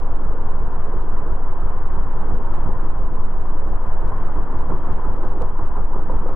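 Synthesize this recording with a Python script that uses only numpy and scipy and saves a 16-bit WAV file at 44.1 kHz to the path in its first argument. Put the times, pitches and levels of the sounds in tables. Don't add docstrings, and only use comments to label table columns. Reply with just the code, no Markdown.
import sys
import numpy as np
from scipy import signal
from scipy.fft import rfft, irfft
from scipy.io import wavfile
from scipy.ndimage import map_coordinates

SR = 44100
rng = np.random.default_rng(int(sys.argv[2]) if len(sys.argv) > 2 else 0)


def bounce(signal):
    frames = np.transpose(np.atleast_2d(signal))
    limited = np.clip(frames, -1, 1)
    pcm = np.round(limited * 32767).astype(np.int16)
    wavfile.write(sys.argv[1], SR, pcm)


def elevation(decibels):
    levels = np.asarray(decibels, float)
    return 10 ** (levels / 20)


N = 280035
LEFT_RIGHT = np.array([[1], [-1]])


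def in_time(rows):
    s, *columns = np.transpose(rows)
    return [np.interp(np.arange(N) / SR, s, column) for column in columns]


def at_hz(points, hz):
    table_hz, value = np.transpose(points)
    return np.interp(np.log(hz), np.log(table_hz), value)


def rms_one(x):
    return x / np.sqrt(np.mean(x ** 2) + 1e-20)


def drift(rate_hz):
    r = np.exp(-80 * np.pi * rate_hz / SR)
    steps = rng.standard_normal(N // 40 + 2002)
    slow = signal.lfilter([1], [1, -2 * r, r * r], steps)[2000:]
    return np.interp(np.arange(N) / 40, np.arange(len(slow)), rms_one(slow))


def resonate(x, hz, width_hz):
    r = np.exp(-np.pi * width_hz / SR)
    feedback = [1, -2 * r * np.cos(2 * np.pi * hz / SR), r * r]
    return signal.lfilter(np.array([1, 0, -1]) * (1 - r * r) / 2, feedback, x + 1e-18)


# time_s, four_stroke_cycles_per_s
ENGINE_SPEED = [
    (0, 2.82),
    (.4, 2.906),
    (1.5, 2.949),
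    (2.2, 2.922),
    (2.75, 2.857),
    (4.0, 2.987),
    (5.4, 2.746),
    (5.9, 2.86),
    (6.35, 2.95),
]


def crank():
    cycles_per_s, = in_time(ENGINE_SPEED)
    return -.059 + np.cumsum(cycles_per_s) / SR


# time_s, exhaust_extra_db, frame_extra_db, case_extra_db
HARD_STROKES = [(.3, 3, 4, -1), (.96, 2.5, 1, 6.5), (1.99, 3, 4.5, 0), (2.32, 10.5, 5.5, 5),
                (2.68, 8.5, 6.5, 3.5), (3.0, 1.5, 8.5, -2), (4.38, 3, 0.5, -3), (4.73, 9.5, 2, 7),
                (4.92, 5, 3, 3), (5.09, 3, 3, 1.5), (5.26, -0.5, 4, 0.5), (5.43, 3, 5.5, 2),
                (5.61, -1.5, 1.5, 3.5), (5.78, -2, 4.5, 5), (5.96, -1.5, 2.5, 3.5), (6.12, 2.5, 7.5, 5),
                (6.29, -0.5, 6.5, 2)]


def labour():
    s, *extra_db = np.transpose(HARD_STROKES)
    t = np.arange(0, N, 100) / SR
    reach_s = .06
    bells = np.exp(-.5 * ((t[:, None] - s) / reach_s) ** 2)
    return [np.interp(np.arange(N) / SR, t, bells @ db) for db in extra_db]


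# pitch_hz, left_minus_right_db
TILT = [(60, -0.5), (91, 1), (140, 1), (210, 4), (320, -6), (490, 2), (740, -2.5), (1130, 3), (1710, -1.5),
        (2600, -1.5)]


def colour(x, spectrum):
    hz = np.fft.rfftfreq(N, 1 / SR) + 1
    gain_db = at_hz(spectrum, hz) + at_hz(TILT, hz) * LEFT_RIGHT / 2
    return rms_one(irfft(rfft(x) * elevation(gain_db), N))


# pitch_hz, likeness
LIKENESS = [(40, .8), (85, .5), (150, .3), (240, 0), (400, .55), (700, .85), (950, .95), (1300, .8),
            (1850, .3), (2600, -.05)]


def patchy_noise(patchy_db, grains=0, count=17):
    out, together = 0, drift(2.5)
    edges = 18 * 2 ** (np.arange(count) / 2)
    white = rng.standard_normal((2, 2, N))
    white[:, 0] += grains
    for k, (low, high) in enumerate(zip(edges, edges[1:])):
        band = signal.butter(2, [low, high], "band", fs=SR, output="sos")
        mid, side = signal.sosfilt(band, white[k % 2])
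        alike = np.clip(at_hz(LIKENESS, np.sqrt(low * high)), -1, 1)
        stereo = np.sqrt(1 + alike) * rms_one(mid) + np.sqrt(1 - alike) * rms_one(side) * LEFT_RIGHT
        flicker = elevation(patchy_db * (0.4 * together + drift(15.0)))
        out = out + flicker * stereo * (high - low) ** .5
    return out


def bubbles(per_s, cycles):
    sizes = elevation(2.5 * np.minimum(rng.exponential(1, N), 4)) * rng.choice([-1, 1], N)
    bursts = sizes * (rng.random(N) < per_s / SR)
    pitches, dealt = np.geomspace(250, 2200, 18), rng.integers(0, 18, N)
    return rms_one(sum(resonate(bursts * (dealt == k), hz, 2.2 * hz / cycles)
                       for k, hz in enumerate(pitches)))


# pitch_hz, level_db (per Hz)
WATER = [(20, -21.5), (45, 1), (85, -2), (125, -8.5), (250, -13.5), (400, -14), (613, -16), (1000, -9.5),
         (1800, -26.5), (2070, -34.5), (2790, -43.5), (3020, -40), (3300, -26), (3450, -70.5)]
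# time_s, level_db
FLOW = [
    (0, -1),
    (1.0, 0),
    (1.7, -0.4),
    (2.6, 0.8),
    (3.4, -1.5),
    (4.0, 1.4),
    (4.8, 1.2),
    (5.6, -1.5),
    (6.35, -0.6),
]


def rush():
    flow_db, = in_time(FLOW)
    water = patchy_noise(1.0, grains=0.23 * bubbles(per_s=850, cycles=8.0))
    return elevation(-32.5 + flow_db) * colour(water, WATER)


# pitch_hz, level_db (per Hz)
CHURN = [(18, -4), (30, -6), (45, 3.5), (90, -4), (170, -7), (350, -8.5), (500, -9.5), (900, -29.5),
         (2000, -60)]


def churn(exhaust_db):
    return elevation(-35.0 + 0.46 * exhaust_db) * colour(patchy_noise(2.2, count=13), CHURN)


# order (multiple of the firing rate), left_db, right_db
ORDERS = [(1, -43, -44), (2, -28, -28), (3, -28, -27), (4, -14, -14), (5, -31, -30), (6, -33, -33),
          (7, -37, -38), (8, -27, -33), (9, -38, -36), (10, -40, -39), (11, -42, -43), (12, -33, -34),
          (13, -39, -42), (14, -36, -37), (15, -41, -43), (16, -38, -41)]
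CREST, CREST_DRIFT = .75, .0012


def throb(cycle):
    out = np.zeros((2, N))
    for order, left_db, right_db in ORDERS:
        turned = np.pi if order in (3, 8, 9) else 0
        ahead = 1.0 if order in (2, 6, 7, 8) else 0
        wobble_db = (.4 if order == 4 else 1.8) * drift(.15 * order)
        angle = 2 * np.pi * order * (cycle - CREST - CREST_DRIFT * order) + turned + ahead
        angle = angle + (.9 if order % 2 and order > 8 else .15) * drift(1.0)
        lead = (.45 if order in (8, 16) else -.4 if order in (5, 6) else -.1) * LEFT_RIGHT
        level_db = np.array([[left_db], [right_db]]) + wobble_db
        out += np.sqrt(2) * elevation(level_db) * np.cos(angle + lead)
    return out


def gate(cycle, opens, rise, fall):
    since = (cycle - opens) % 1
    return (1 - np.exp(-since / rise)) * np.exp(-since / fall)


def through(x, modes):
    return rms_one(sum((-1) ** k * elevation(db) * resonate(x, hz, width_hz)
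                       for k, (hz, width_hz, db) in enumerate(modes)))


# pitch_hz, width_hz, level_db
SILENCER = [(117, 20, -1), (172.5, 35, 3), (381, 66, -2.5)]
# pitch_hz, width_hz, level_db
TAILPIPE = [(61, 1.5, -5.5), (65.5, 10, 1.5), (93, 12, 1.5)]


def huffs(cycle, exhaust_db):
    gas = rng.standard_normal((2, N)) + .7 * rng.standard_normal(N)
    blow = gate(cycle, .63, 0.079, .08) + elevation(-8.0) * gate(cycle, .16, 0.016, 0.09)
    boom = elevation(-33 + 0.23 * exhaust_db) * through(gas * blow, TAILPIPE)
    return boom + elevation(-39.5 + exhaust_db) * through(gas * blow, SILENCER)


# pitch_hz, width_hz, level_db
CASE = [(845, 230, -5.5), (1068, 73, 0), (1205, 97, -3.5), (1290, 1400, -21)]
# pitch_hz, width_hz, level_db
FRAME = [(345, 91, -3.5), (494, 59, 1), (535, 220, -5.5)]


def clatter(cycle, frame_db, case_db):
    taps = rng.standard_normal(N) * elevation(2.0 * drift(90.0)) + .3 * rng.standard_normal((2, N))
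    turn = 2 * cycle
    hold = np.clip(3 - 6 * ((turn - .24) % 1), .1, 1)
    rattle = taps * gate(turn, .24, .02, .4) * hold
    bright = elevation(-35.5 + case_db) * through(rattle, CASE)
    return bright + elevation(-35.5 + frame_db) * through(rattle, FRAME)


# time_s, distance_m
APPROACH = [
    (0, 14),
    (2.5, 7.8),
    (3.5, 9.4),
    (4.5, 3.4),
    (5.3, 2.78),
    (6.35, 3.6),
]


def strokes(cycle, exhaust_db, frame_db, case_db):
    distance_m, = in_time(APPROACH)
    near_db = -20 * np.log10(np.clip(distance_m, 1, None))
    engine = elevation(near_db) * clatter(cycle, frame_db, case_db) + elevation(0.36 * near_db) * huffs(cycle, exhaust_db)
    return signal.sosfilt(signal.butter(4, 1400, fs=SR, output="sos"), engine)


# start_s,
# level_db (peak), pitch_hz
KNOCKS = [(1.527, -22, 900), (2.068, -19, 1050), (2.539, -21, 1000), (4.016, -19, 1050), (4.119, -15, 1005),
          (4.352, -30, 301), (5.417, -16, 490), (5.592, -18, 1000), (5.756, -17, 980), (5.932, -19, 960),
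          (6.096, -15, 1000), (6.098, -17, 518), (6.26, -15.5, 498)]


def knocks():
    out, t = np.zeros(N + SR), np.arange(SR // 10) / SR
    rise_s, ring_cycles = .001, 4.0
    for s, peak_db, hz in KNOCKS:
        at = round(s * SR)
        shape = (1 - np.exp(-t / rise_s)) * np.exp(-t * hz / ring_cycles)
        out[at:at + len(t)] += elevation(peak_db - 4) * np.sin(2 * np.pi * hz * t) * shape
    return out[:N]


def scene():
    cycle = crank()
    exhaust_db, frame_db, case_db = labour()
    creek = rush() + churn(exhaust_db)
    engine = elevation(0.26) * throb(cycle) + strokes(cycle, exhaust_db, frame_db, case_db)
    return creek + engine + knocks()


def slow_playback(dry):
    run_in = np.concatenate([dry[:, 200:0:-1], dry], axis=1)
    low_pass = signal.cheby2(10, 45, 3600, fs=SR, output="sos")
    dull = signal.sosfilt(low_pass, 1.6 * np.tanh(run_in / 1.6))[:, 200:]
    stream_hz = 12000
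    steps = np.arange(N * stream_hz // SR + 1) * SR / stream_hz
    stream = [map_coordinates(side, [steps], order=3, mode="nearest") for side in dull]
    return np.array([np.interp(np.arange(N), steps, side) for side in stream])


# start_s, level_db (peak), left_minus_right_db
TICKS = [(0.003, -44, 0), (0.151, -49, 0), (0.321, -51, 0), (0.876, -51, 0), (1.025, -51, 0),
         (1.089, -51, 0), (1.132, -51, 0), (1.857, -51, 1), (1.879, -51, -2), (2.838, -51, 0),
         (3.69, -52, 0), (2.348, -50, 2), (2.540, -43, 0), (2.860, -50, -1), (4.076, -47, 7),
         (4.247, -51, -2), (4.524, -51, 2), (4.588, -48, 0), (4.929, -49, 0), (5.164, -50, 0),
         (5.250, -48, 6), (5.420, -38.5, -9), (5.612, -51, 7), (6.273, -49, 1), (6.295, -49, 0),
         (6.337, -48, 0)]


def joint_ticks(sound):
    block_s, first_joint_s = 1024 / 48000, .00256
    joints = np.round(np.arange(first_joint_s, N / SR, block_s) * SR).astype(int)
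    back = rng.choice([.32, .44, .57, .69], len(joints))
    inner = joints - np.round(back * block_s * SR).astype(int)
    slope, slips = np.gradient(sound, axis=1), np.zeros((2, N))
    chance = rng.uniform(.1, 1, (2, len(joints)))
    slips[:, joints] = elevation(-35) * np.tanh(elevation(47) * slope[:, joints] * chance)
    chance = rng.random((2, len(inner))) ** 2
    slips[:, inner] = elevation(-42) * np.tanh(elevation(47) * slope[:, inner] * chance)
    for s, peak_db, pan_db in TICKS:
        nearest = joints[np.argmin(abs(joints - s * SR - 50))]
        slips[:, nearest] = elevation(peak_db + 11 + pan_db * np.array([.5, -.5]))
    slips += elevation(-85.0 + 3.0 * drift(18.0)) * rng.standard_normal((2, N))
    soft = np.repeat(rng.random(N // 400 + 1), 400)[:N] ** 3
    slips = slips * (1 - soft) + signal.lfilter([.3, .4, .3], [1, -.3], slips * soft)
    return signal.lfilter([.75, .25], [1, -.8], slips)


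def roll_off(x):
    return signal.sosfilt(signal.butter(12, 15800, fs=SR, output="sos"), x)


def record(dry):
    out = slow_playback(dry)
    out += joint_ticks(out)
    left_s = np.arange(N)[::-1] / SR
    out = out * np.clip(.3 + left_s / .003, 0, 1)
    return roll_off(out)


dry = scene()
out = record(dry)
bounce(out)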